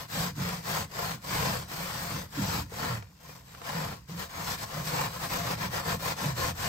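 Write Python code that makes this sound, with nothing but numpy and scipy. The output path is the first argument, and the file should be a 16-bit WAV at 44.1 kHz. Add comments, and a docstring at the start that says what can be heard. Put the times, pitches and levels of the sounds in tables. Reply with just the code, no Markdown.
"""A scouring sponge scrubs a soapy steel baking sheet in a sink: long strokes, a light pause, then quick ones.
Each stroke speeds up, glides and slows to the turn; scrape, hiss and rumble follow its speed.
Slipping fibres are noise impulses that hiss, rasp and ring the damped sheet; slow flexing modes make the rumble.
Along the way the sponge judders into short gliding groans or jolts the sheet, and the sheet ticks on the sink.
Soap bubbles burst as short decaying sines over a faint noise floor; all is heard close by, in stereo."""
import sys
import numpy as np
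from scipy import signal
from scipy.fft import rfft, irfft, next_fast_len
from scipy.io import wavfile
from scipy.ndimage import uniform_filter1d, map_coordinates

SR = 44100
rng = np.random.default_rng(int(sys.argv[2]) if len(sys.argv) > 2 else 0)


def bounce(signal):
    """Save signal as a 16-bit WAV file at the path given by the first command-line argument."""
    frames = np.transpose(np.atleast_2d(signal))
    limited = np.clip(frames, -1, 1)
    pcm = np.round(limited * 32767).astype(np.int16)
    wavfile.write(sys.argv[1], SR, pcm)


N = 294588

# bending modes of the wet sheet: (f/Hz, width/Hz, relative level/dB, left-right/dB, left leads/rad)
SHEET_MODES = [(464.4, 76, -1, 15, 2), (546, 58, -3, 5.5, 1), (692, 30, -1.5, 13, 1.5), (867, 50, 2, 3, -2),
               (976, 122, -4, -6.5, 0.23), (1038, 90, 2, 7, 0), (1107, 24, -6, 4, -0.2),
               (1245, 23, -10.5, -2, -0.8), (1406, 9, -4, 10, -1.5), (1753, 170, -5, 7, 2),
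               (2366, 80, -11.5, 2, 1.5), (2440, 19, -9.5, -3, 0.5), (3310, 89, -15, 15, -2),
               (3576, 48, -20, 12, 1), (5010, 175, -13, 6, 1.5)]
# colour of the damped metal: (f/Hz, relative density/dB)
METAL_COLOUR = [(150, 3), (330, -11.5), (450, -1.5), (800, -1), (1100, 1.5), (1400, -1), (2000, -15),
                (3000, -25), (12000, -45)]
# colour of the rasping contact: (f/Hz, relative density/dB)
RASP_COLOUR = [(600, -13.5), (1100, -11.5), (1500, -1.5), (2000, -2), (2700, -4.5), (3600, -7.5),
               (6000, -14.5), (12000, -32)]
# the heavy sheet follows the hand a little late
RUMBLE_LAG_S = 0.013


def amp(db):
    """dB to gain."""
    return 10 ** (np.asarray(db) / 20)


def rms(x):
    """Mean strength of a signal."""
    return np.sqrt(np.mean(x ** 2) + 1e-20)


def unit(x):
    """x brought to rms 1."""
    return x / rms(x)


def along(points, hz):
    """Values between (f/Hz, value) points, on a log frequency axis."""
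    f, v = np.transpose(points)
    return np.interp(np.log(hz + 1), np.log(f + 1), v)


def wobble(rate):
    """A smooth random curve, rate knots a second."""
    knots = rng.standard_normal(int(N * rate / SR) + 4)
    return map_coordinates(knots, [np.arange(N) * rate / SR])


def filtered(x, response):
    """x times a complex response of frequency."""
    size = next_fast_len(N + SR // 2)
    f = np.fft.rfftfreq(size, 1 / SR)
    return irfft(rfft(x, size) * response(f), size)[..., :N]


def resonance(f, hz, width):
    """Causal response of one damped mode."""
    return 1j * f * width / (hz * hz - f * f + 1j * f * width)


def placed(balance_db, lead):
    """Left and right gains for a level difference and a phase lead."""
    left = amp(balance_db / 2) * np.exp(.5j * lead)
    return np.array([left, 1 / left]) / np.sqrt((amp(balance_db) + amp(-balance_db)) / 2)


def heard(pair, spectrum):
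    """Two unrelated signals, coloured and blended into left and right with set likeness, balance and phase;
    opposite in phase around 10 kHz; rms 1."""
    # left-right likeness: (f/Hz, likeness 0-1)
    alike = [(200, 1), (400, 0.6), (2500, 0.042), (3500, 0.21), (6000, 0.095), (7200, 0.49), (8800, 0.29),
             (9100, 1), (10900, 1), (11600, 0.074), (12200, 0.65), (12500, 0.78), (14300, 1), (14900, .55)]
    # left-right level difference: (f/Hz, balance/dB)
    balance = [(200, -3.5), (450, 4.5), (900, 3), (1300, -3), (1750, 1.5), (2500, 0), (3500, 2.5),
               (4600, 7.5), (5600, 6.5), (6800, 0.8), (9000, 1.78), (12000, -2.5)]
    # left-right phase: (f/Hz, left leads/rad)
    left_lead = [(300, 0), (1000, -1.1), (1700, 2), (3500, 2.5), (4600, 0), (6900, 0.5), (8800, -1.6),
                 (9100, -np.pi), (10900, -np.pi), (12500, -2 * np.pi), (14400, -2 * np.pi), (16000, -9.5)]

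    def mid_side(f):
        turn = np.arccos(np.clip(along(alike, f), 0, 1)) / 2
        return amp(along(spectrum, f)) * np.array([np.cos(turn), np.sin(turn)])

    mid, side = filtered(pair, mid_side)
    left_right = np.array([mid + side, mid - side])
    return unit(filtered(left_right, lambda f: placed(along(balance, f), along(left_lead, f))))


def room_floor():
    """Quiet steady noise, coloured to the room's floor, rms 1."""
    # colour of the floor: (f/Hz, relative density/dB)
    floor_colour = [(25, -13), (70, 22), (170, -28), (400, -7), (1500, -34), (5000, -11), (16000, -25)]
    return heard(rng.standard_normal((2, N)), floor_colour)


def kitchen(x, t60=0.069):
    """A short, dull answer of the sink and the walls: x convolved with fading noise."""
    t = np.arange(SR // 3) / SR
    tail = rng.standard_normal((2, len(t))) * amp(-60 * t / t60) * (t > .004)
    answer = signal.fftconvolve(x, tail / np.linalg.norm(tail[0]), axes=1)[:, :N]
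    return filtered(answer, lambda f: 1 / (1 + (f / 6500) ** 8))


def foam():
    """Bubbles burst at random in the suds, each a few damped cycles; they show when the sponge is quiet."""
    pops_per_s, centre_hz = 80, 1500  # pitch spreads an octave either way
    decay_cycles = 2.5  # cycles to fall to 1/e
    base_db, spread_db = -61, 3.5
    count, t = int(pops_per_s * N / SR), np.arange(SR // 100) / SR
    when, pitch, size, side = rng.random((count, 4)).T[..., None]
    cycles = centre_hz * 2 ** (2 * pitch - 1) * t
    level = amp(base_db - spread_db * np.log(size + .05))
    pops = level * np.exp(-cycles / decay_cycles) * np.sin(2 * np.pi * cycles)
    at = ((when * N).astype(int) + np.arange(len(t))).ravel()
    return np.array([np.bincount(at, (pops * np.sqrt(share)).ravel(), N)[:N] for share in (side, 1 - side)])


def sheet(force):
    """Each mode of the sheet has its own level and phase left and right; the ringing is rolled off above 6.8 kHz."""
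    def ringing(f):
        total = 0
        for k, (hz, width, db, pan, lead) in enumerate(SHEET_MODES):
            # neighbouring modes alternate in sign
            total = total + amp(db) * (-1) ** k * placed(pan, lead)[:, None] * resonance(f, hz, width)
        return total / (1 + (f / 6800) ** 12)

    return filtered(force, ringing)


def ticks():
    """Short contacts with the sink crack as noise, and knock on the sheet's lowest bending mode."""
    # contacts, levels ahead of colour and mix: (t/s, crack level/dB, knock level/dB)
    contacts = [(1.427, -20, -31), (2.721, -43, -34), (3.025, -32.5, -60), (3.293, -37, -43),
                (3.549, -32, -64), (3.617, -31, -40), (4.095, -36, -41.5)]
    crack_t60_s, knock_t60_s = 0.022, 0.038
    lowest_hz = SHEET_MODES[0][0]
    blows, knocks = np.zeros((2, N + SR)), np.zeros(N + SR)
    t = np.arange(SR // 10) / SR
    for s, crack_db, knock_db in contacts:
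        start = round(s * SR)
        stop = start + len(t)
        blows[:, start:stop] += amp(crack_db - 60 * t / crack_t60_s) * rng.standard_normal((2, len(t)))
        knocks[start:stop] += amp(knock_db - 60 * t / knock_t60_s) * np.sin(2 * np.pi * lowest_hz * t)
    crack = filtered(blows[:, :N], lambda f: amp(along(METAL_COLOUR, f)) + amp(along(RASP_COLOUR, f)))
    ring = amp(4) * sheet(blows[0, :N])
    return crack + ring + knocks[:N] * amp([[2], [-3]])  # knock leans left


def stroke_speed(t, length, rise, fall):
    """Speed 0-1 of the sponge, t seconds into a stroke: it speeds up, glides and slows to the turn."""
    ramp = lambda u: np.sin(np.pi / 2 * np.clip(u, 0, 1))
    return ramp(t / rise) * ramp((length - t) / fall)


def settled(power, settle_db, rest_db):
    """Level in dB of a rubbing power, with the fading tail of settling fibres and sheet, over a resting level."""
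    settle_s = 0.038
    keep = np.exp(-1 / (settle_s * SR))
    tail = signal.lfilter([1 - keep], [1, -keep], power)
    return 10 * np.log10(power + amp(settle_db) ** 2 * tail + amp(rest_db) ** 2)


def stroke_levels():
    """Levels in dB of scrape, hiss and rumble: all three follow the sponge's speed, and jolts add to the rumble."""
    # each push or pull, levels at full speed ahead of the mix:
    # (t/s, length/s, speed-up/s, slow-down/s, scrape level/dB, hiss level/dB, rumble level/dB)
    strokes = [(-0.063, 0.15, 0.03, 0.11, -42, -42, -47.5), (0.071, 0.26, 0.12, 0.11, -35.5, -34.5, -35),
               (0.336, 0.33, 0.11, 0.21, -37.5, -39.5, -38.0),
               (0.614, 0.26, 0.11, 0.11, -33.5, -35.0, -38.0),
               (0.89, 0.3, 0.14, 0.099, -36.0, -38.5, -42.0), (1.203, 0.48, 0.17, 0.22, -33.0, -35, -37),
               (1.66, 0.63, 0.095, 0.15, -39, -40, -43), (2.276, 0.38, 0.26, 0.11, -34.5, -35.5, -36.5),
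               (2.678, 0.35, 0.18, 0.17, -35.0, -39.5, -38.5),
               (3.151, 0.32, 0.15, 0.159, -52.5, -52.5, -54.5),
               (3.419, 0.29, 0.1, 0.075, -54, -54.5, -57.5), (3.61, 0.41, 0.099, 0.24, -37, -41.0, -43.5),
               (4.07, 0.13, 0.035, 0.091, -49.5, -48, -59.5), (4.148, 0.14, 0.06, 0.083, -38.5, -40.5, -49),
               (4.243, 0.22, 0.19, 0.052, -38, -42.5, -43.5),
               (4.379, 0.2, 0.15, 0.052, -36.0, -36.0, -48.5),
               (4.549, 0.11, 0.063, 0.023, -40.5, -40.0, -46.5),
               (4.601, 0.25, 0.19, 0.042, -40.5, -42.5, -45.5),
               (4.813, 0.14, 0.069, 0.082, -37.5, -36, -43.0),
               (4.888, 0.22, 0.081, 0.085, -32.0, -36.5, -38.5),
               (5.036, 0.19, 0.12, 0.061, -41.5, -43.0, -44.5),
               (5.176, 0.14, 0.071, 0.077, -35.5, -38.5, -42),
               (5.277, 0.193, 0.065, 0.12, -33, -36.0, -38.5),
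               (5.401, 0.17, 0.087, 0.061, -33.5, -36.5, -38),
               (5.549, 0.16, 0.089, 0.07, -35, -38.5, -37.5),
               (5.687, 0.151, 0.086, 0.071, -31.5, -35.5, -40),
               (5.807, 0.19, 0.102, 0.096, -32.5, -36, -35.5), (5.974, 0.18, 0.11, 0.054, -33, -35.0, -40),
               (6.134, 0.23, 0.12, 0.12, -33.5, -37.0, -41), (6.334, 0.2, 0.092, 0.052, -33, -34.5, -35.5),
               (6.533, 0.16, 0.13, 0.02, -33, -35.5, -40.5)]
    # the sponge grabs and jolts the sheet: (t/s, peak level/dB)
    jolts = [(0.363, -32), (1.892, -45), (2.106, -38), (2.37, -30), (2.863, -40), (3.742, -34.5),
             (4.084, -39.0), (4.733, -36.5), (5.39, -41.5), (6.219, -33)]
    jolt_rise_s = 0.033  # swells for this long, then dies away
    # strength grows as these powers of speed
    scrape_power, hiss_power, rumble_power = 1.49, 1.3, 1.36
    t = np.arange(N) / SR
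    scrape, hiss, shake = np.zeros((3, N))
    for s, length, rise, fall, scrape_db, hiss_db, rumble_db in strokes:
        on = (t > s) & (t < s + length + RUMBLE_LAG_S)
        age = t[on] - s
        speed = stroke_speed(age, length, rise, fall)
        late_speed = stroke_speed(age - RUMBLE_LAG_S, length, rise, fall)
        scrape[on] += (amp(scrape_db) * speed ** scrape_power) ** 2
        hiss[on] += (amp(hiss_db) * speed ** hiss_power) ** 2
        shake[on] += (amp(rumble_db) * late_speed ** rumble_power) ** 2
    for s, peak_db in jolts:
        u = np.clip((t - s) / jolt_rise_s, 0, 20)
        shake += (amp(peak_db) * u * np.exp(1 - u)) ** 2
    return (settled(scrape, settle_db=-17.5, rest_db=-67.5),
            settled(hiss, settle_db=-16, rest_db=-65.5),
            settled(shake, settle_db=-7.5, rest_db=-59))


def rumble(rumble_db):
    """The dragging sponge shakes the sheet's slow modes; when it judders, the shaking turns into a short groan."""
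    # slow flexing of the whole sheet: (f/Hz, width/Hz, relative level/dB)
    flex_modes = [(56.3, 16.6, -10.5), (83.6, 15.4, -4), (115, 21, -2.5), (153, 27.3, 0), (178.9, 33.2, 0),
                  (211.5, 47.6, -7), (297.6, 53, -13.5)]
    # the drag locks into a cycle: (t/s, length/s, first f/Hz, last f/Hz, locked share 0-1)
    judders = [(.17, 0.15, 154, 189, 0.75), (.372, 0.054, 142, 214, 0.15), (.4, 0.29, 177.4, 172.6, 0.65),
               (.7, 0.092, 182, 153, 0.85), (1.34, 0.067, 144, 179, 0.4), (1.74, .2, 154.7, 193, 0.64),
               (2.37, 0.035, 296, 255, 0.45), (2.39, 0.094, 211, 178, 0.47), (2.49, 0.2, 85, 77, 0.35),
               (2.87, 0.24, 131.7, 87, .7), (3.74, 0.12, 159, 150, 0.75), (4.08, 0.188, 165, 192, 0.7),
               (4.73, 0.32, 155.4, 145.7, 0.6), (5.87, 0.081, 177.3, 148, 0.6),
               (6.25, 0.17, 146, 115, 0.72), (6.4, 0.21, 79.2, 84.5, 0.46)]
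    # the deepest flexing builds up later and more weakly
    deep_hz, deep_lag_s, deep_gain_db = 125, 0.037, -2

    def flexing(f):
        modes = sum(amp(db) * (-1) ** k * resonance(f, hz, width) for k, (hz, width, db) in enumerate(flex_modes))
        return modes / (1 + (f / 380) ** 4)

    drag = unit(filtered(rng.standard_normal(N), flexing))
    # even out the random swells of the narrow-band drag noise
    swell = np.abs(uniform_filter1d(drag ** 2, size=1500))
    drag = unit(drag / np.sqrt(swell + 0.023))
    t = np.arange(N) / SR
    unsteady = 0.66 * wobble(45)  # phase wander of the groans, rad
    for s, length, first_hz, last_hz, share in judders:
        u = np.clip((t - s) / length, 0, 1)
        cycles = length * (first_hz * u + (last_hz - first_hz) * u * u / 2)
        groan = np.sqrt(2) * np.sin(2 * np.pi * cycles + unsteady)
        locked = np.clip(share, 0, 1) * np.clip(8 * u * (1 - u), 0, 1)
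        drag = np.sqrt(1 - locked) * drag + np.sqrt(locked) * groan
    deep = filtered(drag, lambda f: 1 / (1 + (f / deep_hz) ** 8))
    deep_db = np.interp(t - deep_lag_s, t, rumble_db) + deep_gain_db
    shaking = deep * amp(deep_db) + (drag - deep) * amp(rumble_db)
    return shaking * amp([[-.5], [.5]])


def slips(density, scatter_db):
    """Tiny fibre slips, density a second, of uneven size; three unrelated radiation paths, rms 1."""
    chance = np.clip(density / SR, 1e-4, 1)
    happens = rng.random(N) < chance
    # rarer slips are larger, so density alone leaves the mean power alone
    size = happens * amp(scatter_db * rng.standard_normal(N)) / np.sqrt(chance)
    return unit(size * rng.standard_normal((3, N)))


def roaming(x, depth_db):
    """As the sponge travels it crosses the nodes of the sheet's many small modes, which swell and fade in turn."""
    z = signal.stft(x, nperseg=1024)[2]
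    across_pitch = uniform_filter1d(rng.standard_normal(z.shape), size=3, axis=-2)
    field = uniform_filter1d(across_pitch, size=9, axis=-1)
    moved = signal.istft(z * amp(depth_db * unit(field)), nperseg=1024)[1][..., :N]
    return unit(moved) * np.sqrt(np.mean(x ** 2))


def scrubbing(scrape_db, hiss_db):
    """A faster stroke makes more slips; clumps of fibres catch together, so the rasp flutters."""
    # colour of the fibres: (f/Hz, relative density/dB)
    hiss_colour = [(700, -29), (2000, -16), (3000, -3.5), (4400, 3.5), (5300, 2.4), (6500, 0), (8500, -.5),
                   (9500, -2), (12500, -4), (15500, -3)]
    density = 24000 * amp(.6 * (hiss_db + 36))  # slips a second
    clumps = wobble(110)
    surges = wobble(36)  # stiffer strands dig into the metal for a moment

    force = roaming(slips(density, scatter_db=3.0), depth_db=2.5)
    force = force * amp(scrape_db + 1.5 * clumps + 0.51 * surges)
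    ring = amp(-2.0) * unit(sheet(force[2]))
    scrape = amp(-3.0) * heard(force[:2], METAL_COLOUR)
    metal = rms(force) * (ring + scrape)

    # the contact rasps with both the pressure on the metal and the speed of the fibres
    contact = roaming(slips(density, scatter_db=3.5), depth_db=3.5)
    contact = contact * amp((scrape_db + hiss_db) / 2 + 0.56 * clumps + 1.1 * surges)
    rasp = amp(-3.5) * rms(contact) * heard(contact[:2], RASP_COLOUR)

    fine = roaming(slips(density, scatter_db=2.0), depth_db=3.5) * amp(hiss_db + 0.66 * clumps)
    fibres = amp(0.02) * rms(fine) * heard(fine[:2], hiss_colour)
    # suds and fingers shade the top of the hiss now more, now less
    top = filtered(fibres, lambda f: 1 / (1 + (8000 / (f + 1)) ** 4))
    shading = top * (amp(0.72 * wobble(11)) - 1)
    return metal + rasp + fibres + shading


def scene():
    """The scrubbing close by, its answer from the kitchen, bursting foam and a quiet room floor."""
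    scrape_db, hiss_db, rumble_db = stroke_levels()
    # the hand's pressure wavers, and the rumble with it
    waver_db = 1.3 * wobble(16)
    near = scrubbing(scrape_db, hiss_db) + rumble(rumble_db + waver_db) + ticks()
    return near + amp(-15.5) * kitchen(near) + amp(-59.5) * room_floor() + foam()


def record(dry):
    """Shed the deepest bass and keep nothing above the band limit."""
    top_hz, bass_hz = 15780, 29
    return filtered(dry, lambda f: (f < top_hz) * f ** 4 / (f ** 4 + bass_hz ** 4))


dry = scene()
out = record(dry)
bounce(out)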